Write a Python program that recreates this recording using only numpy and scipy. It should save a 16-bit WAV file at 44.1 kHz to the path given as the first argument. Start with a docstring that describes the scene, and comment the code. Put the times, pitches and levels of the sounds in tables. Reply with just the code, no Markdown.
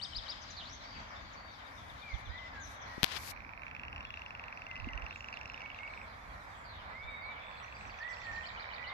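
"""A boggy meadow at a forest edge, heard from a hand-held phone that turns slowly.
Frogs rattle long trills in front: each snap of the larynx rings the vocal sac for a few cycles.
A blackbird and small songbirds whistle from the trees, which echo them. The distant murmur of the
landscape and a light wind lie underneath. Once a finger knocks on the phone's case and strokes
its left microphone."""
import sys
import numpy as np
from scipy import signal
from scipy.fft import rfft, irfft
from scipy.io import wavfile

SR = 44100
rng = np.random.default_rng(int(sys.argv[2]) if len(sys.argv) > 2 else 0)


def master(y):
    """Save y as 16-bit WAV."""
    cut = np.clip(np.atleast_2d(y).T, -1, 1)
    pcm = np.round(cut * 32767)  # scale
    wavfile.write(sys.argv[1], SR, pcm.astype(np.int16))


N = 393813
T = np.arange(N) / SR


def undb(db):
    """Decibels to gain."""
    return 10 ** (np.asarray(db) / 20)


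def curves(table, t=T):
    """The columns of a table, joined by straight lines in time."""
    times, *columns = np.transpose(table)
    return [np.interp(t, times, column) for column in columns]


def mics(pan_db):
    """Gains at the two microphones; pan is always left minus right."""
    return undb(np.array([[.5], [-.5]]) * pan_db)


def add(out, s, sound):
    """Mix a stereo sound in at s seconds."""
    i = int(s * SR)
    a, b = max(i, 0), min(i + sound.shape[1], N)
    if b > a:
        out[:, a:b] += sound[:, a - i:b - i]


def walk(rate_hz, size=N):
    """Random wander: straight lines between chance values."""
    steps = np.arange(size) / SR * rate_hz
    count = int(steps[-1]) + 2
    return 1.75 * np.interp(steps, np.arange(count), rng.standard_normal(count))


def swell(s, width):
    """A smooth rise and fall around a moment."""
    return np.exp(-((T - s) / width) ** 2)


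def noise(colour, alike=0):
    """Stereo noise of rms 1 from (frequency [Hz], level [dB]) rows; alike correlates the two sides."""
    hz, db = np.transpose(colour)
    log_hz = np.log(np.maximum(np.fft.rfftfreq(N, 1 / SR), 1))
    outside = log_hz - np.clip(log_hz, np.log(hz[0]), np.log(hz[-1]))
    gain = undb(np.interp(log_hz, np.log(hz), db) - 75 * abs(outside))
    mid, side = irfft(rfft(rng.standard_normal((2, N))) * gain, N)
    x = np.sqrt(1 + alike) * mid + np.sqrt(1 - alike) * side * np.array([[1], [-1]])
    return x / x.std()


def echo(x, t60, onset_s):
    """Trunks, crowns or reeds scatter a sound into a diffuse, fading tail."""
    t = np.arange(SR) / SR
    tail = rng.standard_normal((2, SR)) * undb(-60 * t / t60) * (1 - np.exp(-t / onset_s))
    return signal.fftconvolve(x, tail / np.sqrt(np.sum(tail ** 2) / 2), axes=1)[:, :N]


def whistle(hz, db, waver, edge_s=.006):
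    """A bird's nearly pure tone, with a slightly unsteady pitch and soft ends."""
    t = np.arange(len(hz)) / SR
    phase = 2 * np.pi * np.cumsum(hz * (1 + waver * walk(250, len(hz)))) / SR
    fade = np.clip(np.minimum(t, t[-1] - t) / edge_s, 0, 1)
    return np.sqrt(2) * undb(db) * np.sin(phase) * fade


def ring(hz, rise_s, db):
    """A heavily damped ring that peaks after its rise time."""
    t = np.arange(SR // 12) / SR
    return t / rise_s * np.exp(1 - t / rise_s) * np.sin(2 * np.pi * hz * t) * undb(db)


# Open land, far off (time [s], relative level [dB], pan [dB])
MURMUR = [(0, -59, 1.5), (2.2, -57.5, 3), (2.9, -54.5, 0), (3.7, -57.5, -3), (6.5, -56.5, -3),
          (7.7, -55, -4.5), (8.9, -55.5, -3)]
# Its tone from the meadow (frequency [Hz], relative level [dB])
MURMUR_COLOUR = [(300, -31), (420, -9.5), (620, -1), (1050, 2.5), (1450, -1), (1900, -1.5), (2300, -3.5),
                 (2700, -18), (3400, -33)]


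def murmur(right_lead_s=.00031):
    """The far murmur of the land, reaching the right microphone first."""
    db, pan_db = curves(MURMUR)
    left, right = noise(MURMUR_COLOUR, alike=.35)
    arriving = np.array([np.interp(T - right_lead_s, T, left), right])
    return arriving * undb(db + 6.5 + .85 * walk(14)) * mics(np.clip(pan_db, -4, 4))


# Low hum in the distance (time [s], level [dB])
HUM = [(0, -67), (5.4, -68), (8.9, -81.5)]
# Wind rumble, much alike at both microphones (frequency [Hz], relative level [dB])
RUMBLE = [(20, -16.5), (35, -4), (58, 1.5), (90, -1.5), (140, -10), (260, -14.5), (500, -30.5)]
# Eddies right at the microphones (time [s], half-width [s], level [dB], pan [dB])
EDDIES = [(.18, 0.032, -43, 2), (2.15, 0.016, -45.5, -27), (2.305, 0.04, -54, -27),
          (4.854, 0.046, -45.5, -25), (4.96, 0.021, -45.5, -19), (5.041, 0.024, -46.5, -13),
          (7.075, 0.028, -48, -14)]


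def wind():
    """Short eddies strike mostly one microphone, over a steady rumble and a far hum."""
    eddies = sum(undb(db) * mics(pan_db) * swell(s, width) for s, width, db, pan_db in EDDIES)
    buffets = eddies * noise([(22, -6), (50, 4), (90, -3.5), (160, -26), (350, -29)], alike=.26)
    hum = noise([(130, -2.5), (270, 7.5), (380, -8.5)], alike=.63)
    hum *= undb(curves(HUM)[0] + .5 * walk(17))
    rumble = noise(RUMBLE, alike=.83) * undb(-56 + 1.3 * walk(9))
    return buffets + hum + rumble


# Faint stirrings around the meadow (time [s], half-width [s], level [dB])
RUSTLES = [(1.855, 0.27, -76), (2.198, 0.015, -72), (2.712, 0.053, -68), (6.35, 0.32, -79)]


def rustles(rest_db=-87):
    """A high rustle swells now and then over a thin, steady hiss."""
    stir = undb(rest_db) + sum(undb(db) * swell(s, width) for s, width, db in RUSTLES)
    rustle = noise([(6000, 7.5), (8000, -1), (11000, 1.5), (14000, -6)]) * stir * undb(.83 * walk(32))
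    hiss = noise([(5000, -10), (9000, -17), (13000, 23), (15000, 4.5)]) * undb(-87.5)
    return rustle + hiss


# Songbird syllables at the beak, by name: (flutter rate [Hz], flutter depth [share of pitch], shape),
# with shape rows (time [s], pitch [Hz], relative level [dB])
SYLLABLES = { "hook": (0, 0, [(0, 3400, -22), (.017, 3050, -8), (.024, 2800, -30), (.029, 3750, -9),
             (.039, 4520, -4), (.055, 5150, -1), (.058, 6000, -24), (.062, 3950, -4), (.083, 2950, -14)]),
             "arch": (170, 0.016, [(0, 3460, -9), (.016, 2944, 3), (.024, 2800, -23), (.029, 3840, -4),
             (.039, 4500, -0.5), (.054, 5350, -17), (.057, 4500, -15), (.061, 3920, 2.5),
             (.083, 2890, -13)]), "pipe": (92, 0.019, [(0, 4545, 8.5), (.05, 4630, 6), (.16, 4570, 6.5)]),
             "drop": (390, 0.036, [(0, 5370, -10), (.006, 6210, -8), (.011, 5620, -22), (.017, 6150, -3),
             (.028, 5150, -7.5), (.038, 4900, -23), (.047, 4620, 4), (.057, 4230, -4), (.062, 3470, -1.5),
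             (.074, 3080, 1)]), "flick": (124, 0.04, [(0, 7100, -21), (.015, 6000, 1.5), (.031, 4500, -7)]),
             "chip": (0, 0, [(0, 5370, -16), (.008, 5950, -1), (.035, 5800, -6.5)]),
             "peep": (180, 0.0056, [(0, 3455, 11.5), (.09, 3410, -4)]),
             "buzz": (100, 0.13, [(0, 4680, -2.5), (.05, 4105, -0.5), (.11, 3447, 3), (.18, 2725, -2)]),
             "dip": (200, 0.11, [(0, 4300, -4.5), (.03, 3645, -3.5), (.058, 2750, 0.5)]),
             "climb": (55, 0.079, [(0, 2800, -4), (.05, 3780, -3), (.082, 5210, -7.5), (.112, 5850, -5),
             (.137, 5780, -9)]), "sip": (0, 0, [(0, 4130, 6.5), (.018, 3600, 0.5), (.036, 3007, -14.5)]),
             "seep": (78, 0.047, [(0, 6800, -11), (.04, 5870, 2.5), (.09, 5650, -8)]),
             "thin": (110, 0.024, [(0, 7600, -1), (.04, 7830, -3), (.14, 7750, -15)])}


def syllable(name, ratio, db, chop_db=58.5):
    """One sweeping note, never twice the same; a flutter in the syrinx shakes its pitch and level."""
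    flutter_hz, depth, shape = SYLLABLES[name]
    t = np.arange(int(shape[-1][0] * SR)) / SR
    hz, shape_db = curves(shape, t)
    pitch_luck, scatter_db, rate_luck = rng.standard_normal(3)
    flutter = depth * np.sin(2 * np.pi * flutter_hz * (1 + .03 * rate_luck) * t)
    pitch = hz * ratio * (1 + .012 * pitch_luck + flutter)
    return whistle(pitch, db + scatter_db + shape_db + chop_db * flutter, waver=.0098, edge_s=.005)


# Tone of leaves and birds deep in the wood (frequency [Hz], relative level [dB])
CANOPY_COLOUR = [(1500, 8.5), (2500, 8), (3500, 9.5), (4600, 4.5), (6000, -2.5), (7500, -7.5), (10000, -62)]
# The canopy from the forest edge (time [s], relative level [dB], pan [dB])
CANOPY = [(0, -55, 15), (.9, -53, 0.5), (1.4, -58.5, 4.5), (2.8, -57, 7.5), (3.5, -68, 6.5), (5.7, -62, 3),
          (6.4, -62.5, 1), (7.1, -65, 4.5), (8.2, -57, -1), (8.9, -62.5, 1)]


def canopy(calls=340):
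    """Leaves hiss, and many small, far voices blur together among the trees."""
    leaves = noise(CANOPY_COLOUR) * undb(-5 + 1.3 * walk(25))
    birds = np.zeros((2, N))
    for when, kind, octave, loud in rng.random((calls, 4)):
        name = ["sip", "chip", "sip", "flick"][int(kind * 4)]
        hz, own_hz = 3000 * 2 ** octave, SYLLABLES[name][2][1][1]
        call_db = np.interp(hz, *np.transpose(CANOPY_COLOUR)) + 2 * loud
        add(birds, when * N / SR, syllable(name, hz / own_hz, call_db) * mics(0))
    birds = echo(birds, t60=.45, onset_s=.01)
    db, pan_db = curves(CANOPY)
    return (leaves + birds / birds.std() * undb(-6)) * undb(db) * mics(pan_db)


# High in the crowns, a little to the right (time [s], pitch [Hz], pitch spread [Hz], level [dB])
TWITTER = [(5.749, 7500, 497, -85), (5.95, 7500, 500, -80), (6.5, 7400, 453, -80), (6.75, 7500, 150, -89),
           (7.65, 7750, 170, -81), (8.25, 7400, 217, -74), (8.55, 7300, 180, -82)]


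def twitter(rate_hz=140):
    """A tiny bird twitters very fast around one thin pitch, in uneven spurts; the crowns blur it."""
    t = np.arange(TWITTER[0][0], TWITTER[-1][0], 1 / SR)
    hz, spread_hz, db = curves(TWITTER, t)
    pitch = hz + spread_hz * walk(rate_hz, len(t)) / 2
    voice = whistle(pitch, db + 3 * walk(14, len(t)), waver=.011)
    out = np.zeros((2, N))
    add(out, t[0], voice * mics(-2.6))
    return echo(out, t60=.089, onset_s=.0022)


# Blackbird, back inside the wood
# (time [s], length [s], start pitch [Hz], middle pitch [Hz], end pitch [Hz], relative level [dB])
BLACKBIRD_NOTES = [(2.007, 0.12, 2370, 2354, 2080, -49.5), (2.29, 0.17, 1800, 2016, 2007, -52.5),
                   (2.52, 0.11, 1720, 1650, 1550, -53), (2.87, .09, 1880, 1910, 1886, -53),
                   (4.663, 0.13, 2130, 2053, 2017, -51.5), (4.85, 0.08, 2100, 2072, 1860, -56),
                   (5.564, .12, 2450, 2260, 2290, -53.5), (5.781, 0.09, 2120, 2192, 2274, -49),
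                   (6.919, 0.17, 1900, 2224, 2297, -49), (7.062, .14, 2310, 2237, 2135, -48.5),
                   (7.194, 0.12, 2110, 2252, 2304, -46.5), (7.016, 0.18, 3480, 3730, 3730, -59.5),
                   (7.592, 0.085, 1910, 1934, 1930, -56.5), (7.986, 0.14, 1700, 1920, 2005, -45),
                   (8.225, 0.17, 1930, 1816, 1865, -45.5), (8.76, 0.16, 1960, 1970, 2120, -50)]
# Its side as the phone turns (time [s], pan [dB])
BLACKBIRD_PAN = [(2, 2.5), (4.7, 1.5), (8.9, -8)]


def blackbird(swell_db=2.5, edge_s=.03):
    """Slow fluted notes swell along a bend in pitch, blurred by leaves and echoed by trunks."""
    out = np.zeros((2, N))
    for s, length, start, middle, end, db in BLACKBIRD_NOTES:
        progress = np.minimum(np.arange(int((length + edge_s) * SR)) / SR / length, 1)
        hz = np.polyval(np.polyfit([0, .5, 1], [start, middle, end], 2), progress)
        effort_db = db - swell_db * np.maximum(1 - 3 * progress, 0) + 1.5 * walk(48, len(hz))
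        note = whistle(hz, effort_db, waver=.0057, edge_s=edge_s)
        add(out, s, note * mics(curves(BLACKBIRD_PAN, s)[0]))
    leaves = undb(-7) * echo(out, t60=.16, onset_s=.0018)
    trunks = undb(-4.5) * echo(out, t60=1, onset_s=.012)
    return undb(-2) * out + leaves + trunks


# Songbirds in the trees, near and far
# (time [s], syllable, count, pitch [ratio], relative level [dB], echo send [dB])
PHRASES = [(-.014, "hook", 3, 1, -29.5, -12), (-.02, "thin", 1, 1.035, -61, -3),
           (.409, "flick", 1, 1, -45, -7), (.493, "flick", 1, 1.02, -46, -7),
           (.563, "dip", 1, 1, -39.5, -10), (.619, "climb", 1, 1, -43, -11), (.84, "pipe", 1, 1.01, -69, 2),
           (.92, "dip", 1, .75, -57, 2), (1.35, "pipe", 1, 1, -72, 1), (1.32, "flick", 1, 1.05, -59, -5),
           (1.535, "sip", 8, .95, -58.5, -7), (2.596, "seep", 1, 1, -58, -3),
           (2.81, "sip", 1, 1.55, -66, 3), (4.055, "peep", 1, 1, -59, -8), (5.13, "seep", 1, 1.17, -69, -2),
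           (5.32, "dip", 1, 1.02, -57, -4), (6.64, "buzz", 1, .95, -64, 3), (7.21, "buzz", 1, .92, -62, -2),
           (7.4, "pipe", 1, .75, -61, -5), (7.565, "dip", 1, .98, -55, -4), (7.622, "chip", 1, 1, -55, -8),
           (7.742, "chip", 1, .8, -50, -8), (7.857, "drop", 5, 1, -52.5, -8),
           (8.426, "arch", 4, 1, -46, -4)]
# Each singer's tempo (syllable: repeat interval [s])
REPEAT_S = {"hook": .1338, "arch": .136, "sip": 0.12, "drop": .1138}
# The side the song comes from (time [s], pan [dB])
SONG_PAN = [(.5, 10), (.56, -6), (.62, 11), (.9, 14), (2.7, 28), (4, -2), (6.8, 6.5), (8.4, 5.5)]


def songbirds(crescendo_db=.54, pitch_sag=.00732):
    """Phrases repeat a syllable, a little louder and lower each time; far singers carry more echo."""
    direct, send = np.zeros((2, N)), np.zeros((2, N))
    for start, name, count, ratio, db, echo_db in PHRASES:
        for k in range(round(count)):
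            s = start + k * REPEAT_S.get(name, 0)
            note = syllable(name, ratio * (1 - k * pitch_sag), db + k * crescendo_db)
            pan_db = curves(SONG_PAN, s)[0]
            add(direct, s, note * mics(pan_db))
            add(send, s, note * mics(.5 * pan_db) * undb(echo_db))
    foliage = undb(-2) * echo(send, t60=.1, onset_s=.00076)
    deep_wood = undb(-5) * echo(send, t60=1.45, onset_s=.0092)
    return undb(-10.5) * direct + foliage + deep_wood


# Modes of the case around the microphones (frequency [Hz], rise [s], relative level [dB])
CASE_MODES = [(3310, 0.00011, 4), (1910, 0.00011, -11), (4700, 0.00011, -26), (11600, 0.000081, -7),
              (584, 0.00062, -48)]
# Finger knocks beside the left microphone (time [s], relative level [dB], pan [dB])
KNOCKS = [(3.0316, -23.5, 32), (3.04, -34, 35), (3.0412, -30, 34), (3.044, -23, 32.5), (3.0635, -43, 25),
          (3.167, -36.5, 16)]
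# Soft bumps on the phone (time [s], frequency [Hz], rise [s], level [dB], pan [dB])
BUMPS = [(2.98, 257, 0.00077, -44, 33.5), (3.032, 183, 0.0013, -32, 29), (4.87, 246, 0.0032, -35, 3)]


def finger_knocks():
    """Knocks ring the damped modes of the case; soft bumps give one dull, low ring each."""
    out = np.zeros((2, N))
    knock = sum(ring(*mode) for mode in CASE_MODES)
    for s, db, pan_db in KNOCKS:
        add(out, s, knock * undb(db) * mics(pan_db))
    for s, hz, rise_s, db, pan_db in BUMPS:
        add(out, s, ring(hz, rise_s, db) * mics(pan_db))
    return out


# Rasp and fine hiss of skin on the port (frequency [Hz], relative level [dB])
SKIN_RASP = [(200, -11), (700, -7.5), (1800, -2), (3300, -1), (5000, -4), (7000, -17), (14000, -31)]
SKIN_HISS = [(2000, -21), (4500, 0), (6500, -3.5), (9000, -7.5), (12500, -2), (14500, -16)]
# Strokes right on the left microphone (start [s], end [s], relative rasp [dB], relative hiss [dB])
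STROKES = [(2.875, 3.063, -53, -62.5), (3.025, 3.123, -39.5, -58), (3.117, 3.174, -33, -50),
           (3.18, 3.312, -47, -42)]


def finger_strokes(swell_db=10, release_s=.0059):
    """Skin drags unevenly across the left port; pressure builds through a stroke, then lets go."""
    rasp, hiss, slide = noise(SKIN_RASP), noise(SKIN_HISS), 0
    for start, end, rasp_db, hiss_db in STROKES:
        pressure = undb(np.interp(T, [start, end], [-swell_db, 0])) * (T > start)
        release = np.exp(-np.clip((T - end) / release_s, 0, 20))
        slide += pressure * release * (undb(rasp_db) * rasp + undb(hiss_db) * hiss)
    return slide * undb(.46 * walk(640)) * undb([[-1], [-23]])


# Frogs in the bog, one list of evenly spaced runs per trill (time [s], snaps until the next row)
TRILLS = [
    [(3.19, 10), (3.619, 2), (3.711, 1), (3.749, 1), (3.796, 1), (3.834, 2), (3.928, 1), (3.962, 2),
     (4.05, 1), (4.105, 2), (4.174, 8), (4.526, 4), (4.712, 9), (5.108, 2), (5.206, 1), (5.243, 4),
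     (5.412, 3), (5.542, 1), (5.576, 3), (5.7, 4), (5.876, 1), (5.936, 2), (6.014, 1)],
    [(7.38, 6), (7.645, 1), (7.681, 5), (7.896, 6), (8.168, 3), (8.316, 11), (8.827, 1)],
]
# After-snaps that burst out as hard as a main one (time [s], level [dB])
DOUBLE_SNAPS = [(3.373, -37), (3.633, -31), (3.68, -34), (3.764, -32), (3.85, -34), (3.979, -33),
                (4.193, -37), (4.764, -31), (5.126, -35), (5.339, -30), (5.605, -35)]
# How hard the frogs call
# (time [s], snap level [dB], after-snap against snap [dB], sac pitch [Hz], throat ring gain [dB])
EFFORT = [(3.2, -41, -4, 2200, -12), (3.66, -32.5, -10, 2400, -17), (3.95, -29.5, -14, 2650, -9),
          (4.5, -31, -17, 2570, -9), (5.5, -30, -13, 2600, -2.5), (5.8, -35, -9, 2560, -15),
          (6.02, -33, -9, 2330, -18), (7.4, -41, -1, 2370, -20), (7.75, -36, -10, 2450, -22),
          (8.4, -35.5, -7, 2400, -22), (8.6, -35.5, -1, 2300, -22)]


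def larynx_snaps(fade_db=-7):
    """Times and levels of the snaps: a lurching beat, each with up to two looser, weaker after-snaps."""
    out = list(DOUBLE_SNAPS)
    for runs in TRILLS:
        times, counts = np.transpose(runs)
        for s in np.interp(np.arange(counts.sum()), np.cumsum(counts) - counts, times):
            db, after_db = curves(EFFORT, s)[:2]
            lag_s = .0125 - .0005 * after_db  # weaker after-snaps come later
            out.append((s + .0006 * rng.normal(), db + .9 * rng.normal()))
            for k in range(2):
                when = s + (k + 1) * lag_s + .0013 * rng.normal()
                level = db + after_db + k * fade_db + 2.5 * rng.normal()
                if all(abs(when - hard) > lag_s / 2 for hard, _ in DOUBLE_SNAPS):
                    out.append((when, level))
    return out


# Partials of the vocal sac (frequency [multiple of sac pitch], relative level [dB], decay [s])
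SAC_PARTIALS = [(1, 2.5, 0.00099), (.79, -2.5, 0.0007), (1.75, -21, 0.0005)]
# Thin, high throat rings (frequency [Hz], relative level [dB], decay [s])
THROAT_RINGS = [(5520, -13.5, 0.0012), (7260, -29, 0.0011)]
# The sac slackens as the last trill ends (time [s], stretch of rise and decay [ratio])
SAC_SLACK = [(8.3, 1), (8.6, 1.8)]
# Where the frogs sit as the phone turns (time [s], pan [dB], lead of the left microphone [ms])
FROG_PLACE = [(3.2, -15.5, 0.55), (4.1, 1, 0.5), (5.6, -6, 0.45), (7.5, 1, 0.31), (8.8, -10, 0.21)]


def frogs(rise_s=.00085, sac_glide=.075, echo_db=-11):
    """Each snap of the larynx rings the vocal sac briefly; the pitch lifts as the sac tightens."""
    out, t = np.zeros((2, N)), np.arange(SR // 60) / SR
    for s, db in larynx_snaps():
        effort_db, _, hz, bright_db = curves(EFFORT, s)
        pan_db, lead_ms = curves(FROG_PLACE, s)
        slack = curves(SAC_SLACK, s)[0]
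        pitch_luck, bright_luck, glide_luck, throat_luck = rng.standard_normal(4)
        age = np.maximum(t - np.array([[0], [lead_ms / 1000]]), 0)
        rise = rise_s * slack
        sweep = 1 + sac_glide * (1 + .3 * glide_luck) * np.tanh(age / rise - 1.7)
        cycles = hz * (1 + .025 * pitch_luck) * np.cumsum((age > 0) * sweep, axis=1) / SR
        attack = 1 - np.exp(-(age / rise) ** 2)
        ringing = np.maximum(age - rise, 0) / slack
        sac = sum(undb(part_db) * np.exp(-ringing / decay) * np.sin(2 * np.pi * multiple * cycles)
                  for multiple, part_db, decay in SAC_PARTIALS)
        # the high rings hardly weaken on soft snaps, so these sound brighter
        throat_db = bright_db + .75 * (effort_db - db) + 2 * bright_luck
        throat = sum(undb(ring_db + throat_db) * np.exp(-ringing / decay)
                     * np.sin(2 * np.pi * ring_hz * (1 + .017 * throat_luck) * age)
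                     for ring_hz, ring_db, decay in THROAT_RINGS)
        add(out, s, (sac + throat) * attack * undb(db) / np.sqrt(slack) * mics(pan_db))
    # reeds and banks answer each snap a few milliseconds later
    return out + undb(echo_db) * echo(out, t60=.054, onset_s=.001)


def scene():
    """Everything that reaches the two microphones."""
    animals = frogs() + blackbird() + songbirds() + twitter()
    handling = finger_knocks() + finger_strokes()
    background = wind() + murmur() + canopy() + rustles()
    return animals + handling + background


def record(dry):
    """The phone cuts the treble steeply above 14.4 kHz."""
    return signal.sosfilt(signal.ellip(8, .2, 70, 14400, fs=SR, output="sos"), dry)


dry = scene()
out = record(dry)
master(out)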